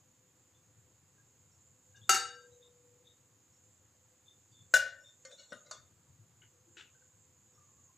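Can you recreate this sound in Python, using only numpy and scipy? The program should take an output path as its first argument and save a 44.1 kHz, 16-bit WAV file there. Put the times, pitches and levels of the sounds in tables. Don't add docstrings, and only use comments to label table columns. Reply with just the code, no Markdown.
import sys
import numpy as np
from scipy import signal
from scipy.fft import rfft, irfft, next_fast_len
from scipy.io import wavfile
from scipy.ndimage import uniform_filter1d

SR = 44100
rng = np.random.default_rng(int(sys.argv[2]) if len(sys.argv) > 2 else 0)


def how_loud(loudness_db):
    steps = np.asarray(loudness_db, float) / 20
    return 10 ** steps


def put_to_file(sound):
    columns = np.atleast_2d(sound).T
    safe = np.clip(columns, -1, 1)
    whole_steps = np.round(safe * 32767)
    wavfile.write(sys.argv[1], SR, whole_steps.astype(np.int16))


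N = 351735

# frequency in Hz, level in dB per Hz.
FREE_OVERTONES = [(60, -49.5), (110, -31), (250, -29), (400, -18), (630, -25.5), (800, -13), (1100, -26),
                  (1400, -9), (2500, -13.5), (3320, -20.5), (3700, -18.5), (7700, -11.5), (8200, -20.5),
                  (15500, -29)]
# frequency in Hz, level in dB per Hz.
RIM_OVERTONES = [(60, -44.5), (110, -25.5), (420, -42.5), (580, -8), (900, -26), (1250, -29), (1500, -10),
                 (2000, -7), (2900, -22.5), (3300, -8.5), (3600, -19.5), (7500, -16), (8300, -34),
                 (15500, -27.5)]


def evened(x):
    return x / np.sqrt(np.mean(x ** 2) + 1e-20)


def read(points, hz):
    f, value = np.transpose(points)
    return np.interp(np.log(hz + 1), np.log(f + 1), value)


def add(mix, s, sound):
    part = mix[round(s * SR):][:len(sound)]
    part += sound[:len(part)]


def resonate(x, hz, width):
    turn = np.exp(2j * np.pi * np.cumsum(hz * np.ones(len(x))) / SR)
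    r = np.exp(-np.pi * width / SR)
    return 2 * (turn * signal.lfilter([1 - r], [1, -r], x / turn)).real


def resonate_twice(x, hz, width):
    return resonate(resonate(x, hz, width), hz, width)


def coloured(points, count):
    hz = np.fft.rfftfreq(count, 1 / SR)
    return evened(irfft(rfft(rng.standard_normal(count)) * how_loud(read(points, hz)), count))


def dying(x, t60s):
    hz, t, z = signal.stft(x, SR, nperseg=256)
    decay = how_loud(-60 * t / read(t60s, hz)[:, None])
    return signal.istft(z * decay, SR, nperseg=256)[1][..., :x.shape[-1]]


def smoothed(z, bins, frames):
    return uniform_filter1d(uniform_filter1d(z, bins, 0), frames, 1)


def patchy(frames, depth_db):
    a, b, patches = rng.standard_normal((frames, 513, 3)).T
    return (a + 1j * b) * how_loud(depth_db * evened(smoothed(patches, 6, 9)))


def steam_and_air():
    # frequency in Hz, level in dB per Hz.
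    air = [(100, -25), (180, -17), (300, -15.5), (600, -25), (1000, -23), (5600, -36.5), (9000, -41.5),
           (15300, -38)]
    # frequency in Hz, level in dB per Hz.
    hiss = [(5900, -37.5), (6300, -8), (7050, -1), (7700, -8.5), (8100, -19.5), (8700, -50)]
    # time in seconds, level in dB.
    hiss_level = [(0.0, -73.5), (2.131, -70.5), (2.27, -65.5), (2.69, -72), (4.24, -72.5), (4.69, -70),
                  (5.64, -69), (6.28, -73), (6.69, -70.5), (7.98, -71)]
    gusts_db = 1.5
    frames, hz = N // 256 + 5, np.fft.rfftfreq(1024, 1 / SR)[:, None]
    hiss_level_db = np.interp(np.arange(frames) * 256 / SR, *np.transpose(hiss_level))
    gusts = evened(smoothed(rng.standard_normal((frames, 513)).T, 14, 20))
    steam = how_loud(read(hiss, hz) + hiss_level_db + 18.0 + gusts_db * gusts)
    steam = steam * (hz > 5900) * (hz < 8700)
    z = patchy(frames, 1.0) * np.hypot(how_loud(read(air, hz) - 43.0), steam) * how_loud(-29.5)
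    return signal.istft(z, nperseg=1024, noverlap=768)[1][:N]


def hum():
    # frequency in Hz, level in dB per Hz.
    spectrum = [(30, -46), (55, -35.5), (75, -8), (90, 0), (112, 0.5), (160, -9), (260, -24), (400, -50)]
    # time in seconds, level in dB.
    load = [(0.0, -80), (1.26, -75), (1.78, -76.5), (2.06, -70), (2.2, -74.5), (2.42, -80.5), (3.08, -77.5),
            (3.53, -79.5), (4.22, -77.5), (4.53, -77.5), (4.88, -76.5), (5.39, -84), (5.77, -77),
            (6.37, -73), (6.75, -78.5), (7.26, -76.5), (7.48, -77.5), (7.97, -77.5)]
    lumps_db = 2
    lumps = evened(uniform_filter1d(uniform_filter1d(rng.standard_normal(N), 2000), 2000))
    load_db = np.interp(np.arange(N) / SR, *np.transpose(load))
    return coloured(spectrum, next_fast_len(N))[:N] * how_loud(load_db + 1.5 + lumps_db * lumps)


def fan():
    return how_loud(-87) * evened(resonate(rng.standard_normal(N), 506.6, 5.8))


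def brushes():
    # frequency in Hz, level in dB.
    lift_rings = [(1596, -61), (2833, -66.5), (3650, -68.5), (4600, -71), (5450, -68.5), (6225, -62)]
    # start in seconds, length in seconds, frequency in Hz, level in dB.
    rubs = [(2.012, .03, 3399, -59.5), (2.031, 0.049, 3642, -62), (2.502, 0.08, 3850, -72),
            (2.605, .09, 3530, -67), (2.614, .08, 3730, -67), (3.035, .1, 3500, -68),
            (3.049, .1, 3720, -66), (4.255, 0.089, 3550, -63), (4.511, 0.15, 3520, -65.5),
            (5.035, 0.1, 3593, -60), (5.515, 0.1, 3670, -66.5), (5.728, 0.052, 3453, -63)]
    # start in seconds, length in seconds, frequency in Hz, level in dB.
    touches = [(1.17, 0.062, 1604, -73.5), (1.51, 0.073, 5500, -76), (.54, .07, 3500, -74),
               (3.52, .08, 5500, -79), (7.53, .06, 3500, -78), (7.53, .06, 5500, -77),
               (2.63, .08, 1028, -77), (4.509, .05, 4600, -73.5), (4.99, 0.13, 5470, -72.5),
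               (5.521, .05, 249, -62), (5.772, 0.072, 106.4, -58), (6.657, 0.11, 331, -67),
               (6.945, .045, 1535, -71), (7.015, .05, 1540, -70), (7.06, .1, 1530, -73),
               (6.515, .07, 495, -67), (4.97, 0.15, 570, -66), (7.53, 0.22, 1190, -73),
               (7.66, 0.13, 1070, -73), (7.76, 0.14, 1160, -73), (7.86, .11, 1040, -73)]
    lift_s, lift_length_s, lift_lag_s, lift_shorten = 1.94, 0.059, 0.015, 0.5
    out, lift = np.zeros(N), []
    lowest_hz = lift_rings[0][0]
    for hz, db in lift_rings:
        start = lift_s + lift_lag_s * np.log(hz / lowest_hz)
        lift.append((start, lift_length_s * (lowest_hz / hz) ** lift_shorten, hz, db))
    for s, length, hz, db in list(lift) + list(rubs) + list(touches):
        noise, count = rng.standard_normal(SR // 4), round(length * SR)
        tone = evened(resonate_twice(noise, hz, 30 + 0.03 * hz))[-count:]
        stroke = signal.windows.tukey(count, .5) * how_loud(-8 * np.arange(count) / count)
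        add(out, s, how_loud(db) * tone * stroke)
    return out


def ticks():
    # start in seconds, peak level in dB, centre frequency in Hz.
    rebounds = [
        (2.0972, -16, 7800),
        (2.0988, -21, 7800),
        (4.7415, -19, 6800),
        (4.7492, -27, 7500),
        (4.7594, -27, 7000),
        (4.7695, -23, 6500),
        (4.7762, -31, 7000),
        (5.5315, -42, 1800),
        (5.7135, -38, 6500),
        (1.082, -66, 14000),
    ]
    decay_s, width_hz = .0005, 3200
    out, t = np.zeros(N), np.arange(400) / SR
    for s, db, hz in rebounds:
        click = np.gradient(rng.standard_normal(len(t)) * np.exp(-t / decay_s))
        click = resonate_twice(click, hz, width_hz)
        add(out, s, how_loud(db) * click / abs(click).max())
    return out


def knock(blows, modes, overtones, split, hold):
    # frequency in Hz, t60 in seconds.
    crack_t60 = [(200, 0.11), (1000, 0.021), (4000, 0.023), (9000, 0.045), (15000, 0.028)]
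    wobble_rad, wobble_per_s = 1.4, 14
    out, full = np.zeros((2, N)), np.arange(round(1.6 * SR)) / SR
    rise = 1 - np.exp(-full / 0.00082)
    for s, blow_db, crack_db, choke_db in blows:
        after = out[:, round(s * SR):][:, :len(full)]
        after *= how_loud(choke_db * np.minimum(full / .002, 1))
        if blow_db < -90:
            continue
        for (hz, db, t60), (turn, twin, sway, lag, near) in zip(modes, rng.random((len(modes), 5))):
            t60 = t60 * hold
            t = full[:round(SR * t60 * min(1 + (blow_db + db + 25) / 100, 1))]
            flex = np.sin(2 * np.pi * (wobble_per_s * (.5 + near) * t + sway))
            flex = (split > .001) * wobble_rad * np.minimum(3 * t / t60, 1) * flex
            pair = np.sin(2 * np.pi * hz * t + flex)
            pair += 0.33 * np.sin(2 * np.pi * (hz * (1 + split * (twin - .5)) * t + turn))
            third = np.sin(2 * np.pi * (hz * (1 + 4 * split * (near - .5)) * t + lag))
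            pair += 0.4 * third * how_loud(-30 * t / t60)
            swing = (0.13 + sway) * 0.31 * np.sqrt(hz) * t * (1 + 0.5 * t)
            swing_db = 3.5 * np.sin(2 * np.pi * (swing + lag)) * min(hz / 2200, 1)
            hard_db = 0.036 * blow_db * hz / 1000
            level_db = blow_db + db + hard_db + swing_db - 60 * t / t60
            add(out[0], s, rise[:len(t)] * how_loud(level_db) * pair)
        crack = dying(coloured(overtones, SR // 4), crack_t60)
        add(out[1], s, how_loud(crack_db) * rise[:SR // 4] * crack)
    return out


def free_plate():
    # time in seconds, blow in dB, crack in dB, change of the earlier ring in dB.
    blows = [
        (2.0925, -3, -16.5, 0),
        (2.0965, -33, -31, 2),
        (2.144, -36.5, -23, 3),
        (2.18, -99, -99, -1),
        (2.47, -99, -99, -9),
    ]
    # frequency in Hz, level in dB, t60 in seconds.
    modes = [(380, -45, .4), (745, -31, .13), (778, -29, 0.33), (935, -45, .4), (1272, -41, 0.45),
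             (1326, -24, 0.36), (1343, -29, .5), (1383, -40, 0.45), (1408, -34, .38), (1581.4, -35, 0.75),
             (1584, -40, .7), (1365, -36, .4), (1700, -45, .3), (1836, -47, .35), (2290, -46, .3),
             (2972, -48, .3), (3545, -52, .5), (3650, -54, .8), (4081, -47, .3), (4716, -48, .4),
             (4872, -54, .35), (1766, -40, 0.55), (2778, -29, 0.26), (2848, -29, 0.47), (3740, -35, 0.52),
             (3856, -43, 0.55), (4161, -43, 0.4), (4366, -35, 0.37), (4655, -30, 0.52), (5342, -41, 0.39),
             (5519, -36, 0.45), (5593, -46, 0.4), (6165, -26, 0.26), (6498, -34, 0.4), (6534, -31, 0.49),
             (7104, -35, 0.42), (7160, -42, 0.55), (7438, -34, 0.36), (7851, -36, 0.37), (7889, -33, 0.37),
             (8426, -43, 0.41), (8469, -42, 0.44), (8625, -44, 0.4), (9074, -48, 0.42), (9118, -47, 0.45),
             (9344, -50, 0.46), (9760, -46, .21), (9997, -48, .2), (10640, -46, .36), (11020, -49, .3),
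             (11910, -51, .3), (12480, -46, .24), (12890, -46, .2), (13250, -48, .28), (13870, -50, .28),
             (14410, -51, .28), (14590, -53, .3), (14980, -48, .25), (15250, -48, .25)]
    return knock(blows, modes, FREE_OVERTONES, split=0.012, hold=0.88)


def pot():
    # time in seconds, blow in dB, crack in dB, change of the earlier ring in dB.
    blows = [
        (2.093, -51, -73, 0),
        (2.85, -99, -99, 2.5),
        (3.0, -99, -99, -2.5),
        (3.13, -99, -99, -11),
    ]
    # frequency in Hz, level in dB, t60 in seconds.
    modes = [(486, 0, 3.6), (511, -14, 4.0), (560, -10, .25), (385, -22, .3), (530, -14, .3),
             (555, -19, 3.0)]
    return knock(blows, modes, FREE_OVERTONES, split=0.0002, hold=0.97)


def plate_on_rim():
    # time in seconds, blow in dB, crack in dB, change of the earlier ring in dB.
    blows = [
        (4.7385, 0.5, -18.5, 0),
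        (4.771, -27, -31, -6.5),
        (4.8624, -22.5, -49, -3),
    ]
    # frequency in Hz, level in dB, t60 in seconds.
    modes = [(493, -46, 0.3), (910, -53, .35), (1168, -46, 0.32), (1398, -43, 0.5), (2196, -52, .4),
             (3106, -51, .27), (1436, -33, 0.37), (1501, -19.5, 0.42), (1580, -40, 0.75), (1814, -36, 0.7),
             (1897, -40, 0.4), (2110, -50, 0.35), (2842, -34, 0.38), (2800, -44, .35), (1470, -36, .45),
             (1535, -38, .45), (3527, -40, 0.34), (3568, -41, 0.4), (3632, -51, 0.55), (3741, -45, 0.3),
             (3852, -42, 0.27), (4090, -43, 0.29), (4164, -42, 0.26), (4656, -48, 0.48), (5437, -46, 0.3),
             (5514, -44, 0.28), (5600, -39, 0.25), (5902, -43, 0.27), (6165, -47, 0.37), (6694, -33, 0.34),
             (6739, -43, 0.31), (6776, -46, 0.3), (7156, -36, 0.28), (7430, -42, 0.36), (7873, -47, 0.29),
             (9722, -44, 0.24), (10827, -41, 0.2), (8480, -46, .2), (8624, -43, .16), (9039, -48, .25),
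             (10370, -54, .25), (12450, -54, .24), (12830, -55, .25), (13600, -52, .2), (14680, -50, .12),
             (15110, -46, .15), (15200, -54, .18)]
    return knock(blows, modes, RIM_OVERTONES, split=0.015, hold=0.84)


def pot_wall():
    # time in seconds, blow in dB, crack in dB, change of the earlier ring in dB.
    blows = [
        (4.739, -36.5, -71, 7.5),
        (4.862, -46, -82, -10),
        (5.711, -53.5, -82, -9),
    ]
    # frequency in Hz, level in dB, t60 in seconds.
    modes = [(550, -10.5, 0.8), (547, -2.5, 0.19), (698, -17.5, 0.43)]
    return knock(blows, modes, RIM_OVERTONES, split=0.056, hold=0.63)


def drags():
    # start, hardest and end in seconds, level in dB,
    # pitch rise as a share as the plate bends.
    strokes = [
        (5.282, 5.331, 5.375, -54, 0.015),
        (5.374, 5.398, 5.47, -54, 0),
        (5.486, 5.53, 5.535, -56.5, 0.033),
        (5.651, 5.672, 5.708, -59.5, 0.0014),
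    ]
    # frequency in Hz, level in dB.
    stroke_rings = [
        [(545, 12.5), (1500, -18), (3580, 7), (3880, 1), (5250, -17), (5850, -4), (6500, -4), (7503, -11),
         (8150, -3)],
        [(564, -5.5), (1500, -6.5), (2220, -12), (2890, -7.5), (3500, -6), (3900, -3), (4300, 2), (4650, -14),
         (5580, -6), (6560, 1), (7210, 1)],
        [(520, 1), (3600, -1.5), (5730, -5), (6720, -13)],
        [(558, 11.5), (2100, -3), (3900, 3), (4250, -10), (6300, -10), (6800, -10), (7440, -18)],
    ]
    edge_db, width_hz, damp = -15, 48, 0.024
    out = np.zeros(N)
    for (start, top, end, level_db, glide), rings in zip(strokes, stroke_rings):
        t = np.arange(start - .05, end, 1 / SR)
        size, chance, sign = rng.random((SR // 2, 3)).T[:, :len(t)]
        slips = how_loud(-3 * np.log(size + 0.0093)) * (chance < 2500 / SR) * np.sign(sign - .5)
        bend = 1 + glide * np.interp(t, [start, end], [-.5, .5])
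        ring = np.zeros(len(t))
        for hz, db in rings:
            ring += how_loud(db) * evened(resonate_twice(slips, hz * bend, width_hz + damp * hz))
        rasp = resonate(resonate_twice(slips, 5000, 4500), 5000, 4500)
        press_db = np.interp(t, [start, top, end], [edge_db, 0, edge_db])
        level = uniform_filter1d(how_loud(level_db + press_db) * (t > start), 300)
        add(out, t[0], (evened(ring) + 0.12 * evened(rasp)) * level)
    return out


def nudges():
    # time in seconds, blow in dB, crack in dB, change of the earlier ring in dB.
    blows = [
        (5.250, -1, -45.5, 0),
        (5.3137, -20, -50.5, -3),
        (5.3735, -20, -69.5, -2),
        (5.39, -20, -64.5, 0.5),
        (5.403, -16, -58, 3),
    ]
    # frequency in Hz, level in dB, t60 in seconds.
    modes = [(536, -49.5, 0.177), (1185, -58, 0.13), (1504, -52, 0.14), (1830, -59.5, 0.22),
             (2110, -59, 0.22), (3800, -65, 0.18), (4360, -48, 0.064), (5450, -64, 0.2), (6200, -61, 0.12),
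             (6684, -61, 0.23), (6818, -54, 0.27), (7228, -55.5, 0.2), (3200, -68, 0.14),
             (5280, -54, 0.096), (5870, -54, 0.075)]
    # frequency in Hz, level in dB per Hz.
    overtones = [(200, -26.5), (560, -5.5), (870, -22), (1400, 7), (2100, -7), (2700, -5), (4300, -11),
                 (4850, -10), (5700, -3.5), (7000, 1), (9000, -17), (13000, -53)]
    return knock(blows, modes, overtones, split=0.023, hold=0.98)


def seating():
    # time in seconds, blow in dB, crack in dB, change of the earlier ring in dB.
    blows = [
        (5.5215, -1, -45.5, 0),
        (5.531, -10, -48.5, -1.2),
    ]
    # frequency in Hz, level in dB, t60 in seconds.
    modes = [(582, -47, 0.19), (685, -61, 0.31), (1040, -62, 0.37), (1246, -53, 0.25), (1415, -41, 0.15),
             (1510, -45, 0.22), (1880, -53, 0.15), (2044, -57, 0.15), (3600, -65, 0.21), (3500, -67, 0.23),
             (3897, -69, 0.25), (6946, -64, 0.28), (254, -50.5, 0.16), (2844, -61, 0.16), (4250, -62, .2),
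             (4390, -64, .15), (5400, -54, 0.06)]
    # frequency in Hz, level in dB per Hz.
    overtones = [(88, -41), (150, -10), (416, -10), (591, 0.5), (1110, -19.5), (1470, -2), (2130, -14.5),
                 (2290, -20), (4400, -16.5), (10000, -52.5), (13000, -68.5)]
    return knock(blows, modes, overtones, split=0.024, hold=0.83)


def snap():
    # time in seconds, blow in dB, crack in dB, change of the earlier ring in dB.
    blows = [
        (5.663, -18.5, -67.5, 0),
        (5.711, -2.5, -37, -0.99),
    ]
    # frequency in Hz, level in dB, t60 in seconds.
    modes = [(1007, -58, 0.31), (1220, -49.5, 0.15), (1450, -46.5, 0.15), (1840, -56.5, 0.25),
             (3630, -53, 0.34), (4200, -53, 0.19), (4450, -62, 0.18), (4570, -49.5, 0.13),
             (6780, -60.5, 0.16), (6460, -53.5, 0.19), (7030, -42, 0.12), (7200, -59.5, 0.26),
             (7370, -58.5, 0.25), (7910, -50, 0.12), (601, -54, 0.19), (2160, -63, 0.23),
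             (2760, -58.5, 0.19), (5100, -56, 0.093), (5770, -47, 0.1)]
    # frequency in Hz, level in dB per Hz.
    overtones = [(120, -48), (200, -35), (580, -0.5), (867, -7), (1190, 5), (2040, -10.5), (2310, -11.5),
                 (3510, -14), (6930, -2), (13000, -53)]
    return knock(blows, modes, overtones, split=0.06, hold=1.0)


def tray():
    # start in seconds, length in seconds, level in dB,
    # slope in dB per octave over 3 kHz, rise as a share of length.
    pulls = [
        (6.413, 0.064, -64.5, -18, 0.095),
        (6.768, 0.08, -53, 4.5, 0.048),
        (6.859, 0.046, -71, -5, 0.3),
    ]
    # frequency in Hz, level in dB per Hz.
    colour = [(120, -48), (200, -34), (349, 1), (620, -18), (800, -11), (1140, -18.5), (1490, -9),
              (2600, -9.5), (3800, -12), (4800, -18.5), (6000, -20), (7200, -11.5), (9000, -40),
              (11700, -68.5)]
    # frequency in Hz, width in Hz, level in dB.
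    tray_rings = [(1490, 80, 1.5), (1910, 120, -5), (2360, 18, -4.5), (2620, 40, -4.5), (2936, 120, 1.5),
                  (3520, 66, -5), (3806, 16, -6.5), (4550, 70, -13.5), (4740, 33, -14.5)]
    out, count = np.zeros(N), SR // 4
    hz = np.fft.rfftfreq(count, 1 / SR)
    rings = 1 + 1.9 * sum(how_loud(db) / (1 + ((hz - f) / (40 + width)) ** 2) for f, width, db in tray_rings)
    for s, length, db, dull_db, rise in pulls:
        u = np.arange(count) / SR / length
        grain = how_loud(3.3 * evened(uniform_filter1d(rng.standard_normal(len(u)), 150)))
        dull = how_loud(dull_db * np.log2(np.maximum(hz / 3000, 1)))
        smear = evened(irfft(rfft(coloured(colour, count)) * rings * dull, count)) * grain
        add(out, s, how_loud(db) * smear * (1 - np.exp(-u / rise)) * np.exp(-2.2 * u ** 3))
    return out


def kitchen(x):
    # frequency in Hz, t60 in seconds.
    room_t60 = [(200, 0.35), (1000, 0.44), (4000, 0.39), (12000, 0.2)]
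    taps = np.zeros(SR)
    at = np.arange(200, SR - 20, 20)
    taps[at + rng.integers(0, 20, len(at))] = rng.choice([-1., 1.], len(at))
    tail = dying(taps, room_t60)
    return signal.fftconvolve(x, tail / np.linalg.norm(tail))[:N]


def scene():
    background = steam_and_air() + hum() + fan()
    soft = brushes() + drags() + tray()
    ring, crack = free_plate() + pot() + plate_on_rim() + pot_wall() + nudges() + seating() + snap()
    crack = crack + ticks()
    wet = kitchen(how_loud(-12.5) * ring + how_loud(-3.5) * crack + how_loud(-7.5) * soft)
    field = ring + crack + soft + wet + how_loud(8.5) * background
    across = how_loud(-19) * kitchen(how_loud(-6.5) * ring + crack + soft)
    return np.array([field + across, field - across])


def suppression(z):
    power = smoothed(abs(z) ** 2, 5, 5)
    quiet = np.percentile(power, 40, axis=1, keepdims=True)
    keep = np.maximum(1 - 2.4 * quiet / (power + 1e-20), how_loud(-5.5))
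    return uniform_filter1d(keep, 3, 1)


def band_limit(x):
    return signal.sosfilt(signal.butter(12, 16820, fs=SR, output="sos"), x)


def record(dry):
    # frequency in Hz, difference in dB.
    tilt = [(60, 3), (200, 3.7), (500, 4.5), (1200, 6.5), (2500, 4.3), (4300, 4), (6300, 0), (7500, -5),
            (8300, -13), (10800, -15), (12200, -7), (13500, 3), (15000, -4)]
    # frequency in Hz, level in dB.
    side_share = [(100, -4.5), (1000, -10), (4000, -6), (9000, -1.5), (15000, -6)]
    # frequency in Hz, level in dB.
    capsule = [(60, -22), (300, -9), (1500, -1.5), (4000, 0), (7000, -1.5), (15300, -6.5)]
    # frequency in Hz, gain in dB.
    limits = [(30, -2), (60, 0), (15330, 0), (15600, -38), (16800, -36), (16900, -80)]
    hz, t, z = signal.stft(dry.mean(0), SR, nperseg=1024, noverlap=768)
    across = signal.stft(dry[0] - dry[1], SR, nperseg=1024, noverlap=768)[2]
    across = across * how_loud(read(side_share, hz))[:, None]
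    ratio = how_loud(read(tilt, hz))[:, None]
    pair = np.array([2 * ratio / (1 + ratio), 2 / (1 + ratio)]) * z * suppression(z)
    noise = np.array([patchy(len(t), 1.4), patchy(len(t), 0.98)])
    pair += noise * how_loud(read(capsule, hz) - 100.0)[:, None]
    pair += np.array([across, -across])
    steered = signal.istft(pair, SR, nperseg=1024, noverlap=768)[1][:, :N]
    size = next_fast_len(N)
    gain = how_loud(read(limits, np.fft.rfftfreq(size, 1 / SR)))
    limited = irfft(rfft(steered, size) * gain, size)[:, :N]
    return band_limit(limited)


dry = scene()
out = record(dry)
put_to_file(out)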